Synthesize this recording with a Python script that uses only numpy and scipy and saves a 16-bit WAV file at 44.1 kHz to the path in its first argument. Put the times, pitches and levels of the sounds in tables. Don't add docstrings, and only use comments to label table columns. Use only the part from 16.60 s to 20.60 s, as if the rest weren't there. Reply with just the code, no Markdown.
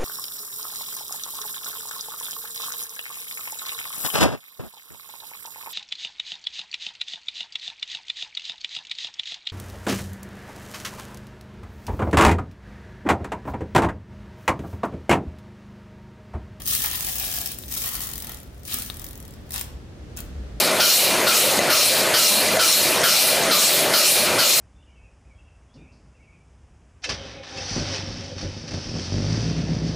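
import sys
import numpy as np
from scipy import signal
from scipy.fft import rfft, irfft
from scipy.io import wavfile
from scipy.ndimage import uniform_filter1d, map_coordinates

SR = 44100
rng = np.random.default_rng(int(sys.argv[2]) if len(sys.argv) > 2 else 0)


def bounce(signal):
    frames = np.transpose(np.atleast_2d(signal))
    limited = np.clip(frames, -1, 1)
    pcm = np.round(limited * 32767).astype(np.int16)
    wavfile.write(sys.argv[1], SR, pcm)


N = 176400
TIME_S = np.arange(N) / SR


def undb(db):
    return 10 ** (np.asarray(db) / 20)


def unit(x):
    return x / np.sqrt(np.mean(x ** 2) + 1e-20)


def curve(table, at=TIME_S):
    return np.interp(at, *np.array(table).T)


def over_hz(table, size):
    hz, value = np.array(table).T
    return np.interp(np.log(np.fft.rfftfreq(size, 1 / SR) + 1), np.log(hz), value)


def min_phase(gain_db):
    cepstrum = irfft(np.log(unit(undb(gain_db))))
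    cepstrum[1:1024] *= 2
    cepstrum[1025:] = 0
    return irfft(np.exp(rfft(cepstrum)))[None]


def colour(x, table):
    return signal.fftconvolve(x, min_phase(over_hz(table, 2048)), axes=1)[:, :N]


def wander(size, step):
    knots = rng.standard_normal(4096)
    return unit(map_coordinates(knots, [np.arange(size) / step], order=2, mode="mirror"))


def pulse(centre_s, sigma_s):
    return np.exp(-.5 * ((TIME_S - centre_s) / sigma_s) ** 2)


def pan(db):
    return unit(undb(np.array([[db], [-db]]) / 2))


def stereo_noise(size, correlation=.12):
    noise = rng.standard_normal((3, size))
    return np.sqrt(correlation) * noise[0] + np.sqrt(1 - correlation) * noise[1:]


def grains(per_s, spread_db):
    happens = rng.random(N) < per_s / SR
    gain = undb(spread_db * np.clip(rng.standard_normal(N), -2, 2))
    return unit(happens * gain * np.tanh(stereo_noise(N)))


def resonance(x, hz, width_hz):
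    return signal.lfilter(*signal.iirpeak(hz, hz / width_hz, fs=SR), x + 1e-18)


def add(out, start_s, sound):
    i = int(np.clip(round(start_s * SR), 0, N - 1))
    out[:, i:i + sound.shape[1]] += sound[:, :N - i]


def building():
    # freq_hz, density_db
    spectrum = [(20, -20), (32, -17.5), (45, -2), (63, 0), (85, -5), (120, -11.5), (160, -11.5),
                (250, -14.5), (400, -19.5), (600, -22.5), (950, -31.5), (1700, -32.5), (2300, -36),
                (3500, -38), (6000, -42.5), (10000, -51.5), (15500, -61)]
    # freq_hz, left_right_correlation
    likeness = [(30, .98), (63, .95), (125, .86), (250, .78), (500, .5), (1000, .15), (4000, .05)]
    # time_s, gain_db
    swell = [(0, -1.5), (.9, -1), (1.2, 0), (2, -1.5), (2.7, 0.5), (3.3, 0.5), (3.6, 3), (3.8, 3.5), (4, 2)]
    shared = over_hz(likeness, N)
    noise = rfft(rng.standard_normal((3, N)))
    noise = np.sqrt(shared) * noise[0] + np.sqrt(1 - shared) * noise[1:]
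    rumble = unit(irfft(noise * undb(over_hz(spectrum, N)))) * undb(curve(swell) - 40.5)
    boom_hz, hum_hz = 64.3, 119.3
    drift_rad = 1.1 * wander(N, SR / 25)
    boom = np.sin(2 * np.pi * boom_hz * TIME_S + drift_rad) * pulse(centre_s=3.78, sigma_s=.065)
    hum = np.sin(2 * np.pi * hum_hz * TIME_S)
    return rumble + np.sqrt(2) * (undb(-33) * boom + undb(-52.5) * hum)


def slide():
    # time_s, level_db
    envelope = [(0, -44), (.045, -43), (.08, -26.5), (.13, -24), (.25, -28), (.295, -30.5), (.325, -26.5),
                (.37, -28), (.415, -31), (.48, -26.5), (.55, -29.5), (.61, -26.5), (.78, -29), (.9, -34),
                (.97, -44), (1.0, -43), (1.075, -44), (1.12, -31), (1.2, -26.5), (1.3, -29), (1.37, -33),
                (1.45, -32.5), (1.55, -42), (1.69, -44), (1.78, -50), (1.9, -59.5), (2.025, -57),
                (2.07, -35), (2.14, -28), (2.22, -36.5), (2.29, -38), (2.335, -47), (2.44, -46),
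                (2.53, -63), (2.7, -59), (2.8, -62), (2.898, -61), (2.93, -32.5), (2.965, -32.5),
                (3.012, -39), (3.04, -49), (3.1, -72), (3.555, -83), (3.575, -37), (3.607, -49),
                (3.63, -70), (4, -90)]
    # freq_hz, gain_db
    spectrum = [(500, -35), (1500, -18.5), (2500, -12.5), (3300, -8.5), (4200, -8.5), (5500, -5.5),
                (7500, -7.5), (9600, -4), (12000, -5.5), (14000, -2.5), (15500, -2)]
    flutter_db, flutter_per_s = 2.5, 150
    flutter = unit(undb(flutter_db * wander(N, SR / flutter_per_s)))
    contacts = grains(per_s=5000, spread_db=3.5) * flutter * undb(curve(envelope))
    return colour(contacts, spectrum) * pan(db=3)


def rattle():
    # time_s, level_db
    envelope = [(0, -45), (.05, -55), (.12, -45), (.27, -41), (.33, -43.5), (.42, -45), (.48, -39),
                (.54, -46), (.63, -38.5), (.8, -45.5), (.92, -47), (.98, -68), (1.08, -60), (1.15, -48),
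                (1.27, -40.5), (1.45, -43.5), (1.58, -52.5), (1.7, -42.5), (1.85, -67), (2.02, -67),
                (2.14, -42.5), (2.26, -50), (2.44, -52), (2.6, -59), (2.89, -64), (2.96, -38.5),
                (3.015, -50), (3.06, -72), (3.55, -85), (3.578, -42), (3.61, -47.5), (3.64, -78), (4, -90)]
    # freq_hz, gain_db
    spectrum = [(150, -11), (400, -6.5), (750, 1), (1000, 0), (1600, -1.5), (2500, -1.5), (3400, 4),
                (4300, -1), (5500, -11), (10000, -39)]
    jolts = grains(per_s=900, spread_db=4) * undb(curve(envelope) - 4.5)
    return colour(jolts, spectrum) * pan(db=1.5)


def coil_modes(x, ripple_db=1.3, width_hz=380, step_s=.07):
    out = np.zeros((2, N))
    for centre_s in np.arange(0, N / SR + step_s, step_s):
        response = min_phase(ripple_db * wander(1025, width_hz * 2048 / SR))
        fade = np.maximum(1 - abs(TIME_S - centre_s) / step_s, 0)
        near = np.flatnonzero(fade)
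        if len(near):
            add(out, near[0] / SR, signal.fftconvolve(x[:, near] * fade[near], response, axes=1))
    return out


def brighten(x, above_hz=10500):
    # time_s, gain_db
    treble = [(0, 1), (.45, 1), (.6, 1.5), (.8, -1), (1.05, 0), (1.25, 1), (1.65, 1), (1.9, -2.5),
              (2.1, -1.5), (2.5, 0), (2.75, -2), (3.0, -2.5), (3.6, -3.5)]
    top = signal.sosfiltfilt(signal.butter(3, above_hz, "high", fs=SR, output="sos"), x + 1e-18)
    return x + top * (undb(curve(treble)) - 1)


def hollow(x, blend_s=.04):
    # start_s, low_hz, middle_hz, high_hz
    poses = [(0, 1270, 1730, 2910), (.23, 1006, 1290, 1800), (.43, 730, 1630, 2410),
             (1.02, 1085, 1340, 1950), (1.52, 880, 1350, 1930), (2.02, 1320, 1680, 2220),
             (2.33, 900, 1130, 1910), (2.88, 985, 1500, 2640)]
    pose = np.searchsorted([row[0] for row in poses[1:]], TIME_S)
    out = x
    for k, (_, *pitches_hz) in enumerate(poses):
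        part = x * uniform_filter1d(1. * (pose == k), int(blend_s * SR) + 1)
        out = out + undb(5.5) * sum(resonance(part, hz, width_hz=130) for hz in pitches_hz)
    return out


def clacks(size=1024):
    # peak_s, level_db, pan_db, length_s
    slaps = [(0.02, -33, 2, 0.0011), (0.038, -43, 2, 0.001), (0.0586, -28.5, 2, 0.0019),
             (0.065, -27, 5, 0.0011), (0.076, -22, -1, 0.0029), (0.083, -22.5, 4, 0.0024),
             (0.09, -23.5, 5, 0.0024), (0.151, -18, 4, 0.0026), (0.167, -28, 5, 0.0013),
             (0.178, -24, -1, 0.002), (0.205, -25, 3, 0.0029), (0.221, -23.5, 8, 0.0018),
             (0.24, -20, 5, 0.0035), (0.26, -19.5, 3, 0.0018), (0.278, -28, 2, 0.0017),
             (0.3135, -24, 3, 0.0021), (0.357, -26, 1, 0.002), (0.3922, -33, 1, 0.0024),
             (0.4083, -22.5, -4, 0.002), (0.425, -33, 9, 0.0024), (0.448, -24, 2, 0.0023),
             (0.469, -26, 6, 0.0022), (0.487, -25, 1, 0.0022), (0.5571, -23.5, 5, 0.0022),
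             (0.584, -26, 6, 0.001), (0.5994, -22.5, 1, 0.0027), (0.6421, -29, 5, 0.0016),
             (0.679, -29, 4, 0.0013), (0.69, -30, 1, 0.0014), (0.7156, -26, 5, 0.0012),
             (0.74, -25, 4, 0.0019), (0.766, -27, 1, 0.0014), (0.787, -22, 0, 0.0022),
             (0.809, -29, 6, 0.002), (0.815, -25, 2, 0.0013), (0.8607, -21.5, 4, 0.0021),
             (0.874, -25.5, 2, 0.0026), (0.9186, -28.5, 1, 0.0031), (0.946, -36, 5, 0.0024),
             (0.9873, -28.5, 9, 0.0013), (1.04, -39, 2, 0.0026), (1.06, -40, 6, 0.0019),
             (1.082, -32, 5, 0.0011), (1.099, -38, 3, 0.0012), (1.113, -30, 4, 0.0024),
             (1.1245, -25, 9, 0.0016), (1.14, -25.5, 8, 0.0015), (1.177, -25.5, 9, 0.003),
             (1.22, -25, 12, 0.00076), (1.26, -26.5, 0, 0.0009), (1.29, -27, 4, 0.0014),
             (1.344, -26, 7, 0.0011), (1.354, -26, 5, 0.0021), (1.367, -29, 7, 0.0022),
             (1.3944, -33, 8, 0.0014), (1.4062, -26, 5, 0.0012), (1.4174, -27.5, 5, 0.0012),
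             (1.4369, -28, 5, 0.0018), (1.471, -29, 6, 0.002), (1.491, -31, 1, 0.0016),
             (1.515, -32, 2, 0.0025), (1.536, -28.5, 10, 0.0024), (1.557, -30, 6, 0.001),
             (1.58, -28.5, 4, 0.0016), (1.59, -38, 7, 0.0025), (1.603, -32, -2, 0.0015),
             (1.623, -31.5, 3, 0.0018), (1.646, -31, 3, 0.0034), (1.6705, -32, 3, 0.002),
             (1.6947, -31, 4, 0.0024), (1.7198, -33, 3, 0.0029), (1.7458, -34, 2, 0.0022),
             (1.7722, -39, 8, 0.0013), (1.788, -45, 2, 0.0012), (1.802, -39, 8, 0.0017),
             (1.8318, -43, 4, 0.0013), (1.946, -52.5, 3, 0.0018), (1.996, -49, 3, 0.0011),
             (2.0335, -43, 12, 0.0011), (2.053, -34, 4, 0.0016), (2.106, -31, 3, 0.002),
             (2.116, -34, 8, 0.0019), (2.1341, -25.5, 0, 0.0015), (2.1425, -18.5, 4, 0.002),
             (2.17, -28, 3, 0.0018), (2.1872, -25, 4, 0.0014), (2.222, -24.5, 4, 0.0015),
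             (2.25, -35, 0, 0.0015), (2.262, -33.5, 3, 0.0016), (2.343, -37, 4, 0.0024),
             (2.3605, -42, 3, 0.0013), (2.3704, -36, 2, 0.0022), (2.3965, -34, 2, 0.002),
             (2.4184, -34, 4, 0.0034), (2.4435, -31.5, 2, 0.0019), (2.4665, -34, 7, 0.0024),
             (2.48, -43, 3, 0.0014), (2.488, -37.5, -6, 0.0022), (2.51, -36, 6, 0.0018),
             (2.532, -41, 2, 0.0012), (2.5554, -39, 3, 0.0019), (2.577, -41, 4, 0.0012),
             (2.6023, -39, 0, 0.0013), (2.6272, -41, 6, 0.0018), (2.652, -40.5, 3, 0.0016),
             (2.68, -41.5, 4, 0.0011), (2.709, -44, 2, 0.0013), (2.726, -52, -6, 0.0014),
             (2.7386, -43, 5, 0.00099), (2.8942, -47, 2, 0.0012), (2.908, -29.5, 3, 0.002),
             (2.921, -29.5, 2, 0.0011), (2.933, -33, 3, 0.0012), (2.9419, -26, 7, 0.0016),
             (2.961, -23.5, -2, 0.0018), (2.9803, -25.5, 5, 0.0019), (2.995, -29, 6, 0.00097),
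             (3.012, -22, -0.5, 0.0023), (3.566, -39, 10, 0.0013), (3.572, -30.5, -3, 0.0012),
             (3.576, -32, 7, 0.0028), (3.59, -32, 6, 0.0014), (3.605, -29, 1, 0.002)]
    # freq_hz, gain_db
    spectrum = [(200, -32), (700, -19), (1500, -16.5), (2400, -13), (3500, -10), (7000, -5.5), (9700, -4.5),
                (12000, -3.5), (14000, 0), (15500, -1)]
    rise_share, fall_share, grain_db = .48, .46, 5
    tint_db, tint_width_hz, lag_spread_s = 1.5, 1660, .00009
    out, lead_s = np.zeros((2, N)), size / 4 / SR
    t = np.arange(size) / SR - lead_s
    for peak_s, level_db, pan_db, length_s in slaps:
        envelope = np.exp(np.where(t < 0, t / rise_share, -t / fall_share) / length_s)
        ticks = envelope * stereo_noise(size, correlation=.51)
        ticks *= undb(grain_db * rng.standard_normal(size))
        ticks[1] = np.roll(ticks[1], round(lag_spread_s * SR * rng.standard_normal()))
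        tint = undb(tint_db * wander(size // 2 + 1, tint_width_hz * size / SR))
        ticks = unit(irfft(rfft(ticks) * tint)) * np.sqrt(.0035 * SR / size)
        add(out, peak_s - lead_s, ticks * undb(level_db + 2.3) * pan(pan_db))
    return colour(out, spectrum)


def bumps(size=2048, decay_s=.0041):
    # start_s, level_db
    landings = [(.123, -34), (.243, -22), (.263, -29.5), (.447, -37), (.466, -31.5), (.492, -30),
                (.61, -34), (.678, -35), (.778, -33), (.825, -35), (1.164, -34), (1.243, -32.5),
                (2.081, -37.5), (2.961, -27), (2.98, -32), (3.012, -34), (3.577, -36)]
    # freq_hz, gain_db
    spectrum = [(150, -11), (450, -6.5), (700, 1), (1000, -1), (1700, -3.5), (2500, -1.5), (4000, -2),
                (8000, -12), (15000, -39)]
    out, t = np.zeros((2, N)), np.arange(size) / SR
    for start_s, level_db in landings:
        clop = unit(stereo_noise(size) * np.exp(-t / decay_s)) * np.sqrt(.0029 * SR / size)
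        add(out, start_s, clop * undb(level_db - 6))
    return colour(out, spectrum) * pan(db=1.5)


def tumbles():
    # centre_s, level_db, sigma_s
    bunches = [(.145, -39, .018), (.255, -36, .012), (0.34, -37, 0.025), (0.624, -41, 0.018),
               (.915, -43, 0.013), (2.122, -36, .022), (2.99, -45, 0.03)]
    # pitch_hz, width_hz, gain_db
    rim_modes = [(2910, 380, -0.5), (3300, 300, 0), (3750, 260, 0.5), (4040, 200, -4), (4650, 250, -8)]
    envelope = sum(undb(db) * pulse(centre_s, sigma_s) for centre_s, db, sigma_s in bunches)
    hits = grains(per_s=700, spread_db=3.5)
    rims = sum(undb(db) * resonance(hits, hz, width_hz) for hz, width_hz, db in rim_modes)
    return unit(rims) * envelope * pan(db=1.5)


def thuds(pitch_hz=223, width_hz=122):
    # centre_s, level_db
    settlings = [(.15, -50), (1.64, -54.5), (2.16, -47), (2.28, -53)]
    envelope = sum(undb(db) * pulse(centre_s, sigma_s=.055) for centre_s, db in settlings)
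    tread = resonance(rng.standard_normal(N), pitch_hz, width_hz)
    return envelope * unit(resonance(tread, pitch_hz, width_hz))


def knocks(size=4096):
    # pitch_hz, level_db, t60_s
    modes = [(1300, -41, 0.02), (1830, -38, 0.014), (2900, -33, 0.012), (3580, -29, .009),
             (3770, -23, 0.016), (4090, -27, 0.01), (8630, -28, 0.009), (12000, -24.5, 0.0034),
             (14600, -28, .003)]
    # start_s, gain_db
    strikes = [(1.037, -13.5), (2.3005, -0.5), (2.3075, -15)]
    out, t = np.zeros((2, N)), np.arange(size) / SR
    ring = sum(undb(db - 60 * t / t60_s) * np.sin(2 * np.pi * hz * t) for hz, db, t60_s in modes)
    for start_s, gain_db in strikes:
        add(out, start_s, ring * undb(gain_db + 1) * pan(db=6))
    return out


def stairwell(x, size=32768, tail_rise_s=.0036, echo_decay_s=.007):
    # freq_hz, t60_s
    tail_decay = [(300, 1.7), (850, .8), (1500, .5), (4000, .5), (9000, 0.35), (15000, 0.21)]
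    # freq_hz, level_db
    tail_level = [(300, -5.5), (1500, -2), (4000, -6), (9000, -7.5), (15000, -10)]
    t, hz = np.arange(size) / SR, np.fft.rfftfreq(size, 1 / SR)
    noise, tail = rfft(rng.standard_normal((2, size))), 0
    edges_hz = np.geomspace(100, SR / 2, 13)
    for low_hz, high_hz in zip(edges_hz, edges_hz[1:]):
        centre_hz = np.sqrt(low_hz * high_hz)
        band = irfft(noise * ((hz >= low_hz) & (hz < high_hz)))
        fade = undb(-60 * t / curve(tail_decay, centre_hz)) * (1 - np.exp(-t / tail_rise_s))
        tail = tail + band * unit(fade) * undb(curve(tail_level, centre_hz))
    spikes = rng.standard_normal((2, size)) ** 3
    echoes = unit(spikes * np.exp(-t / echo_decay_s) * (t > .001))
    return signal.fftconvolve(x, (tail + undb(-4.5) * echoes) / np.sqrt(size), axes=1)[:, :N]


def scene():
    turns = brighten(coil_modes(clacks() + slide()))
    toy = turns + hollow(rattle() + bumps()) + tumbles() + thuds()
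    hits = knocks()
    return toy + hits + stairwell(toy + undb(-10) * hits) + building()


def record(dry, cutoff_hz=15900):
    return signal.sosfilt(signal.ellip(12, .2, 80, cutoff_hz, fs=SR, output="sos"), dry)


dry = scene()
out = record(dry)
bounce(out)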